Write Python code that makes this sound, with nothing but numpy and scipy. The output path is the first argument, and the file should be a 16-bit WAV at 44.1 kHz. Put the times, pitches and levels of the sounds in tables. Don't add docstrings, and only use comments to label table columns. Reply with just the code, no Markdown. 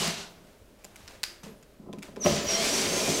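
import sys
import numpy as np
from scipy import signal
from scipy.fft import rfft, irfft, next_fast_len
from scipy.io import wavfile
from scipy.ndimage import map_coordinates

SR = 44100
rng = np.random.default_rng(int(sys.argv[2]) if len(sys.argv) > 2 else 0)


def boost_factor(decibels):
    exponent = np.asarray(decibels, float) / 20
    return 10 ** exponent


def transcribe(u):
    v = np.clip(np.atleast_2d(u).T, -1, 1)
    q = np.round(v * 32767).astype(np.int16)
    wavfile.write(sys.argv[1], SR, q)


N = 141120
T = np.arange(N) / SR

# (frequency [Hz], level per Hz [dB])
AIR_COLOUR = [(15, -15), (25, -12), (102, -6), (263, -6.5), (293, -6), (607, -8.5), (775, -16.5),
              (16000, -32)]
# (frequency [Hz], level [dB])
HUM = [(24, -63), (49, -63), (102, -72), (204, -68.5), (403.7, -71.5), (619.1, -67)]
AIR_DB, HUM_SWAY_DB = -58.5, 2.5

# (time [s], effort [dB], push on the panel [dB], brush fizz [dB])
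RUNS = [
    [(0, -32.5, -2.5, -2), (.1, -35, -6.5, -7.5), (.17, -42.5, -11, -10.5), (.225, -44.5, -19, -9.5),
     (.3, -62, 5.5, -13), (.45, -76, -4, -10)],
    [(2.21, -64, -32, 5), (2.25, -36.5, 7, -12), (2.3, -34, 5, -14), (2.36, -35, -5, -7.5),
     (2.45, -43, 7.5, -39), (2.51, -33.5, -1, -8), (2.64, -32, -2, -3.5), (2.8, -33, 0.5, -4),
     (3.2, -35, 3.5, -2)],
]
# (time [s], tooth rate [Hz])
GEAR_SPEED = [(0, 1000), (.12, 940), (.3, 700), (2.45, 980), (2.58, 1045), (2.63, 1140), (2.675, 1200),
              (2.97, 1210), (3.2, 1230)]
# (multiple of tooth rate, level re effort [dB], time it sounds best [s])
WHINE = [(1, -20, 2.63), (2, -12, 3.0), (2, -12, 3.09), (3, -10, 2.62), (3, -12, 2.68), (4, -10.5, 2.585),
         (4, -10.5, 2.67), (2, -13, 2.57), (3, -13, 2.56), (4, -14, 2.85), (3, -9, .01), (3, -11, .09),
         (2, -13, 2.67)]
# (frequency [Hz], level per Hz [dB])
GEAR_COLOUR = [(410, -9), (700, -1.5), (1640, -4), (2160, -1), (6400, -1.5), (13000, -29.5), (16000, -87)]
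# (frequency [Hz], level per Hz [dB])
FIZZ_COLOUR = [(4000, -7.5), (7500, 8), (12000, -4), (14500, -8.5), (16000, -18)]
# (frequency [Hz], width [Hz], level [dB])
HOUSING = [(2210, 150, -2), (3200, 400, -5), (4400, 600, -3), (5800, 800, 0)]
# (frequency [Hz], width [Hz], level [dB])
HOUSING_FIRST = [(910, 220, 4), (2880, 200, 2.5), (3400, 260, 2), (4150, 470, 3), (5000, 300, 1.5),
                 (5740, 410, -5)]
GEARS_DB, GEARS_FIRST_DB = 1, -1.5
HOUSING_DB, HOUSING_FIRST_DB = -3.5, 0.5
WHINE_SPAN_S, ORDERS_DB = .04, -20.5
TEETH, BRUSH_DEPTH, GRIT_DB = 6, .1, 1

# (frequency [Hz], width [Hz], level [dB])
PANEL = [(99, 46, -5.5), (164.4, 24, 1), (205, 15.7, 5), (282.4, 51, -5), (358.7, 18, -1),
         (400, 28.5, -2.5), (447.4, 41, -3), (575, 47, -3), (615.5, 26, -3.5), (672.6, 21, -3.5),
         (806, 30, -7.5), (879, 21, -10), (1019, 39, -5.5), (1294, 67, -9.5)]
# (frequency [Hz], level per Hz [dB])
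BUZZ_COLOUR = [(120, -13), (210, -6), (380, 2), (680, -3), (1300, -12.5)]
# (frequency [Hz], level per Hz [dB])
BOOM_COLOUR = [(20, -10), (50, -11), (110, -2.5), (200, -23)]
# (time [s], peak level [dB], favoured frequency [Hz])
KNOCKS = [(0.069, -20, 227), (0.842, -34, 680), (1.429, -34.5, 210), (1.459, -32, 220), (1.791, -32, 205),
          (1.887, -29, 338), (1.93, -24.5, 281), (1.975, -29.5, 205), (2.029, -37, 276), (2.08, -31, 410),
          (2.166, -25, 368), (2.215, -31, 600), (2.247, -9.5, 180), (2.259, -6, 615), (2.26, -15.5, 1130),
          (2.284, -16, 400), (2.314, -15.5, 139), (2.325, -22, 495), (2.345, -27, 394), (2.66, -19, 333),
          (3.07, -21, 1000), (3.078, -14, 187)]
# (time [s], rise [s], hold [s], level [dB])
RUB = [
    (1.43, 0.0055, 0.086, -54.5),
    (1.78, 0.053, 0.31, -50),
    (2.16, 0.01, 0.068, -44.5),
]
# (time [s], span [s], frequency [Hz], level [dB])
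SINGING = [(2.18, 0.017, 400, -41), (1.85, 0.033, 205, -52.5), (2.265, 0.011, 589.5, -23.5),
           (.03, 0.059, 170, -40), (.11, 0.042, 168, -40), (.04, 0.054, 660, -44), (1.32, 0.047, 350, -60),
           (1.9, 0.017, 357, -47), (1.95, 0.056, 205, -46), (2.31, 0.03, 575, -33), (2.33, 0.039, 152, -32),
           (2.4, 0.027, 205, -41), (2.53, 0.021, 660, -32.5), (2.601, .04, 672, -32),
           (2.68, 0.023, 381, -35.5), (2.79, 0.03, 385, -34.5), (2.88, 0.066, 360, -42),
           (2.95, 0.047, 570, -44), (3.02, 0.021, 636, -33.5), (3.11, 0.036, 205, -35.5),
           (1.49, 0.036, 450, -51.5), (1.5, 0.054, 205, -54)]
DRUM_DB, BOOM_DB = -1.5, -19.5
KNOCK_S, KNOCK_DB, KNOCK_WIDE, KNOCK_EDGE_DB = 0.0051, -6, 0.89, -20
FALL_DB_PER_S = 204

# (frequency [Hz], time to fall 60 dB [s])
ROOM = [(200, 0.77), (1000, 0.67), (4700, 0.39), (9000, 0.39), (15000, 0.46)]
ROOM_DB, ROOM_WIDE_DB, ROOM_GAP_S, WIDE_FROM_HZ = -8.5, -25, .011, 1450

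# (time [s], peak level [dB])
THUMPS = [(0.071, -37), (0.614, -43.5), (1.039, -41), (1.172, -52), (2.271, -31.5), (2.317, -27),
          (2.385, -33), (2.46, -33), (2.658, -37), (3.088, -32)]
THUMP_T60_S, THUMP_HZ = 0.055, 82

# (time [s], peak level [dB], ring [Hz], brightness [dB per octave])
CLICKS = [(0.073, -23, 5000, -3), (0.075, -32, 15000, 4), (0.105, -29, 6060, -3), (0.839, -44, 2420, 12),
          (0.845, -36, 7100, 1), (0.9587, -37, 2120, -0.5), (1.078, -34.5, 5300, -6),
          (1.2325, -17, 4480, -2), (1.4349, -39.5, 6100, -2), (1.627, -48, 6870, -4),
          (1.929, -39, 3500, -5), (1.9856, -44, 2550, -0.5), (2.0228, -41, 2400, -4),
          (2.027, -33.5, 2320, -3), (2.161, -38.5, 2400, -8), (2.22, -50, 5360, -11),
          (2.2603, -19.5, 3020, -7)]
# (frequency [Hz], width [Hz], level [dB])
SHELL = [(600, 310, -10.5), (1464, 880, 3.5), (2400, 4100, 0), (5290, 660, 3.5), (6640, 3800, -5.5),
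         (13100, 7300, -23)]
# (frequency [Hz], width [Hz], level [dB])
CHUCK = [(4800, 420, 9.5)]
CLICK_T60_S, RING_T60_S, RING_DB = 0.014, 0.0077, -1.5
ECHO_S, ECHO_DB = .0048, 0
SPREAD_DB, CHUCK_FROM_DB = 10.5, -22

# (time [s], rise [s], hold [s], level [dB])
RUSTLE = [(.42, 0.042, 0.05, -63), (.78, 0.012, 0.17, -63), (.94, 0.067, 0.14, -56.5),
          (1.06, 0.033, 0.08, -65), (1.43, 0.0041, 0.02, -47.5), (2.03, 0.0054, 0.019, -50)]
# (frequency [Hz], level per Hz [dB])
CLOTH_COLOUR = [(410, -4.5), (700, -2), (1350, -6.5), (1870, -6.5), (7490, -14.5), (16000, -26)]

# (time [s], frequency [Hz], level [dB])
WHISTLE = [(1.36, 11350, -78), (1.43, 11500, -72), (1.48, 11400, -78), (1.525, 11750, -71),
           (1.555, 11000, -76), (1.58, 9500, -71), (1.62, 8300, -84)]

# (start [s], length [s], first pitch [Hz], last pitch [Hz], level [dB])
SQUEALS = [(2.198, .06, 6750, 5640, -28), (2.262, .035, 6300, 6150, -37), (2.31, .045, 6150, 5800, -37),
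           (2.398, .05, 7300, 7030, -44), (2.446, .022, 6850, 6250, -43), (2.461, .026, 5650, 5870, -35),
           (2.48, .048, 5780, 5640, -28), (2.527, .038, 5600, 5700, -28.5), (2.95, .1, 5520, 5620, -41),
           (2.708, .055, 5650, 5830, -34), (2.865, .13, 6250, 6350, -39.5), (3.135, .08, 6280, 6310, -38)]
SETTLE, EDGE_S, GROWTH_DB_PER_HZ, OCTAVE_DB = 3.2, .01, .02, -31
SQUEAL_ROUGH_DB, SQUEAL_JITTER_HZ, SQUEAL_SMEAR_HZ = 2, 28, 50
LOUD_DB = -30

TOP_HZ = 15830


def unit(x):
    return x / np.sqrt(np.mean(x ** 2) + 1e-20)


def along(points, hz):
    f, v = np.transpose(points)
    return np.interp(np.log(hz + 1), np.log(f + 1), v)


def wobble(rate):
    return map_coordinates(rng.standard_normal(N // 20), [T * rate])


def filtered(x, response):
    m = next_fast_len(len(x) + SR // 2)
    return irfft(rfft(x, m) * response(np.fft.rfftfreq(m, 1 / SR)), m)[:len(x)]


def hiss(colour, size=N):
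    return unit(filtered(rng.standard_normal(size), lambda hz: boost_factor(along(colour, hz))))


def resonant(x, peaks):
    def response(f):
        total = 0
        for k, (centre, width, db) in enumerate(peaks):
            ring = 1j * f * width / (centre * centre - f * f + 1j * f * width)
            total = total + (-1) ** k * boost_factor(db) * ring
        return total
    return filtered(x, response)


def strokes(rows):
    total = np.zeros(N)
    for s, rise, hold, db in rows:
        fade_db = FALL_DB_PER_S * np.maximum(T - s - rise - hold, 0)
        total += boost_factor(db - fade_db) * np.clip((T - s) / rise, 0, 1)
    return total


def add(track, s, x):
    part = track[round(s * SR):][:len(x)]
    part += x[:len(part)]


def air():
    hum = np.zeros(N)
    for hz, db in HUM:
        hum += boost_factor(db + HUM_SWAY_DB * wobble(23.9)) * np.sin(2 * np.pi * hz * T + wobble(12))
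    return boost_factor(AIR_DB + 2.0 * wobble(4.94)) * hiss(AIR_COLOUR) + hum


def effort():
    def gain(s, db):
        return boost_factor(np.interp(T, s, db, left=-140, right=-140))

    level, shake, fizz = np.zeros((3, N))
    for s, db, push_db, fizz_db in map(np.transpose, RUNS):
        level += gain(s, db)
        shake += gain(s, db + push_db)
        fizz += gain(s, db + fizz_db)
    return level, shake, fizz


def shaft_tones(turn):
    total = np.zeros(N)
    for k in range(7, 32):
        total += boost_factor(ORDERS_DB + 5 * wobble(22)) * np.sin(k * turn / TEETH + k * k)
    return total


def motor(level, fizz):
    tooth_hz = np.interp(T, *np.transpose(GEAR_SPEED)) + 6 * wobble(51)
    turn = 2 * np.pi * np.cumsum(tooth_hz) / SR
    grit = boost_factor(GRIT_DB * wobble(1500) + 1.2 * wobble(24.83))
    grit = grit * (1 + BRUSH_DEPTH * np.sin(turn / TEETH))
    first = T < 1
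    gears = unit(grit * hiss(GEAR_COLOUR)) * np.where(first, boost_factor(GEARS_FIRST_DB), 1)
    raw = grit * rng.standard_normal(N)
    housing_first = boost_factor(HOUSING_FIRST_DB) * unit(resonant(raw, HOUSING_FIRST))
    housing = np.where(first, housing_first, unit(resonant(raw, HOUSING)))
    whine = np.zeros(N)
    for k, db, s in WHINE:
        swell = np.exp(-((T - s) / WHINE_SPAN_S) ** 2)
        whine += boost_factor(db + 1.5 * wobble(42.0)) * swell * np.sin(round(k) * turn)
    tool = boost_factor(GEARS_DB) * gears + boost_factor(HOUSING_DB) * housing + 2 * whine + shaft_tones(turn)
    return level * tool + fizz * unit(grit * hiss(FIZZ_COLOUR))


def panel(shake, pressure):
    def scaled(x):
        return x / np.std(resonant(x, PANEL))

    knocks, t = np.zeros(N), T[:SR // 20]
    for s, db, hz in KNOCKS:
        burst = rng.standard_normal(len(t)) * np.exp(-t / KNOCK_S)
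        push = resonant(burst, [(hz, KNOCK_WIDE * hz, 0), (1100, 700, KNOCK_EDGE_DB)])
        add(knocks, s, boost_factor(db + KNOCK_DB) * push / np.abs(resonant(push, PANEL)).max())
    buzz = boost_factor(2.1 * wobble(300)) * hiss(BUZZ_COLOUR)
    drumming = boost_factor(DRUM_DB) * shake * scaled(buzz)
    chatter = resonant(boost_factor(4.3 * wobble(45)) * rng.standard_normal(N), [(260, 240, 0)])
    rubbing = strokes(RUB) * scaled(chatter)
    boom = boost_factor(BOOM_DB + 4.6 * wobble(8.9)) * shake * pressure * hiss(BOOM_COLOUR)
    return resonant(knocks + drumming + rubbing, PANEL) + boom


def singing():
    total = np.zeros(N)
    for s, span, hz, db in SINGING:
        swell = boost_factor(db + 2 + 2.1 * wobble(60)) * np.exp(-((T - s) / span) ** 2)
        total += swell * np.sin(2 * np.pi * hz * T + 0.47 * wobble(50))
    return total


def room(x):
    hz, t, z = signal.stft(rng.standard_normal((2, SR)), SR, nperseg=256)
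    fade = boost_factor(-60 * t / along(ROOM, hz)[:, None])
    tail = signal.istft(z * fade, SR, nperseg=256)[1]
    tail = tail / np.linalg.norm(tail[0])
    late = np.pad(x, (round(ROOM_GAP_S * SR), 0))
    mid, side = signal.fftconvolve(late[None], tail, axes=1)[:, :N]
    side = filtered(side, lambda f: 1 / (1 + (WIDE_FROM_HZ / (f + 1)) ** 4))
    return boost_factor(ROOM_DB) * (mid + boost_factor(ROOM_WIDE_DB) * np.outer([1, -1], side))


def thumps():
    out, t = np.zeros(N), T[:SR // 4]
    for s, db in THUMPS:
        swell = boost_factor(db - 60 * t / THUMP_T60_S) * (1 - np.exp(-t / 0.0072))
        add(out, s, swell * 2 * np.sin(2 * np.pi * THUMP_HZ * t))
    return out


def clicks():
    out, spread, t = np.zeros(N), np.zeros(N), T[:SR // 20]
    tick = 1. * (t == 0)
    for s, db, ring_hz, tilt_db in CLICKS:
        def through_body(x):
            y = filtered(resonant(x, SHELL), lambda f: (1 + 1j * f / 3000) ** (tilt_db / 6))
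            return boost_factor(db) * y / np.abs(y).max()

        ring = np.sin(2 * np.pi * ring_hz * t) * boost_factor(db + RING_DB - 60 * t / RING_T60_S)
        for late_s, echo_db in (0, 0), (ECHO_S, ECHO_DB):
            snap = boost_factor(-60 * t / CLICK_T60_S) * np.clip(t / 0.00019, 0, 1) * rng.standard_normal(len(t))
            add(out, s + late_s, boost_factor(echo_db) * (through_body(snap) + ring))
        strike = tick + (db > CHUCK_FROM_DB) * resonant(tick, CHUCK)
        add(spread, s, boost_factor(SPREAD_DB) * through_body(strike))
    return out, spread


def rustle():
    grain = boost_factor(1.4 * wobble(400) + 0.54 * wobble(41.7))
    return strokes(RUSTLE) * unit(grain * hiss(CLOTH_COLOUR))


def whistle():
    s, hz, db = np.transpose(WHISTLE)
    loudness = boost_factor(np.interp(T, s, db, left=-140, right=-140) + 3.4 * wobble(59.6))
    return loudness * np.sin(2 * np.pi * np.cumsum(np.interp(T, s, hz)) / SR)


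def squeal():
    out = np.zeros(N)
    jitter = SQUEAL_JITTER_HZ * wobble(120) + SQUEAL_SMEAR_HZ * wobble(900)
    flutter = wobble(140)
    for s, length, first_hz, last_hz, db in SQUEALS:
        settle = np.exp(-SETTLE * np.clip((T - s) / length, 0, 1))
        pitch = last_hz + (first_hz - last_hz) * settle + boost_factor(db - LOUD_DB) * jitter
        turn = 2 * np.pi * np.cumsum(pitch) / SR
        gate = np.clip(np.minimum(T - s, s + length - T) / EDGE_S, 0, 1)
        growth = boost_factor(db - GROWTH_DB_PER_HZ * abs(first_hz - last_hz) * settle)
        tone = np.sin(turn) + boost_factor(OCTAVE_DB) * np.sin(2 * turn)
        out += gate * growth * boost_factor(3.0 + SQUEAL_ROUGH_DB * flutter) * tone
    return out


def scene():
    level, shake, fizz = effort()
    snaps, spread = clicks()
    drill = motor(level, fizz) + squeal() + whistle()
    steel = panel(shake, shake / level) + singing()
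    near = drill + steel + rustle()
    return near + snaps + room(near + spread) + thumps() + air()


def band_limit(x):
    return signal.sosfilt(signal.butter(12, 15850, fs=SR, output="sos"), x)


def record(dry):
    mix = np.array([filtered(channel, lambda hz: hz < TOP_HZ) for channel in dry])
    return band_limit(mix)


dry = scene()
out = record(dry)
transcribe(out)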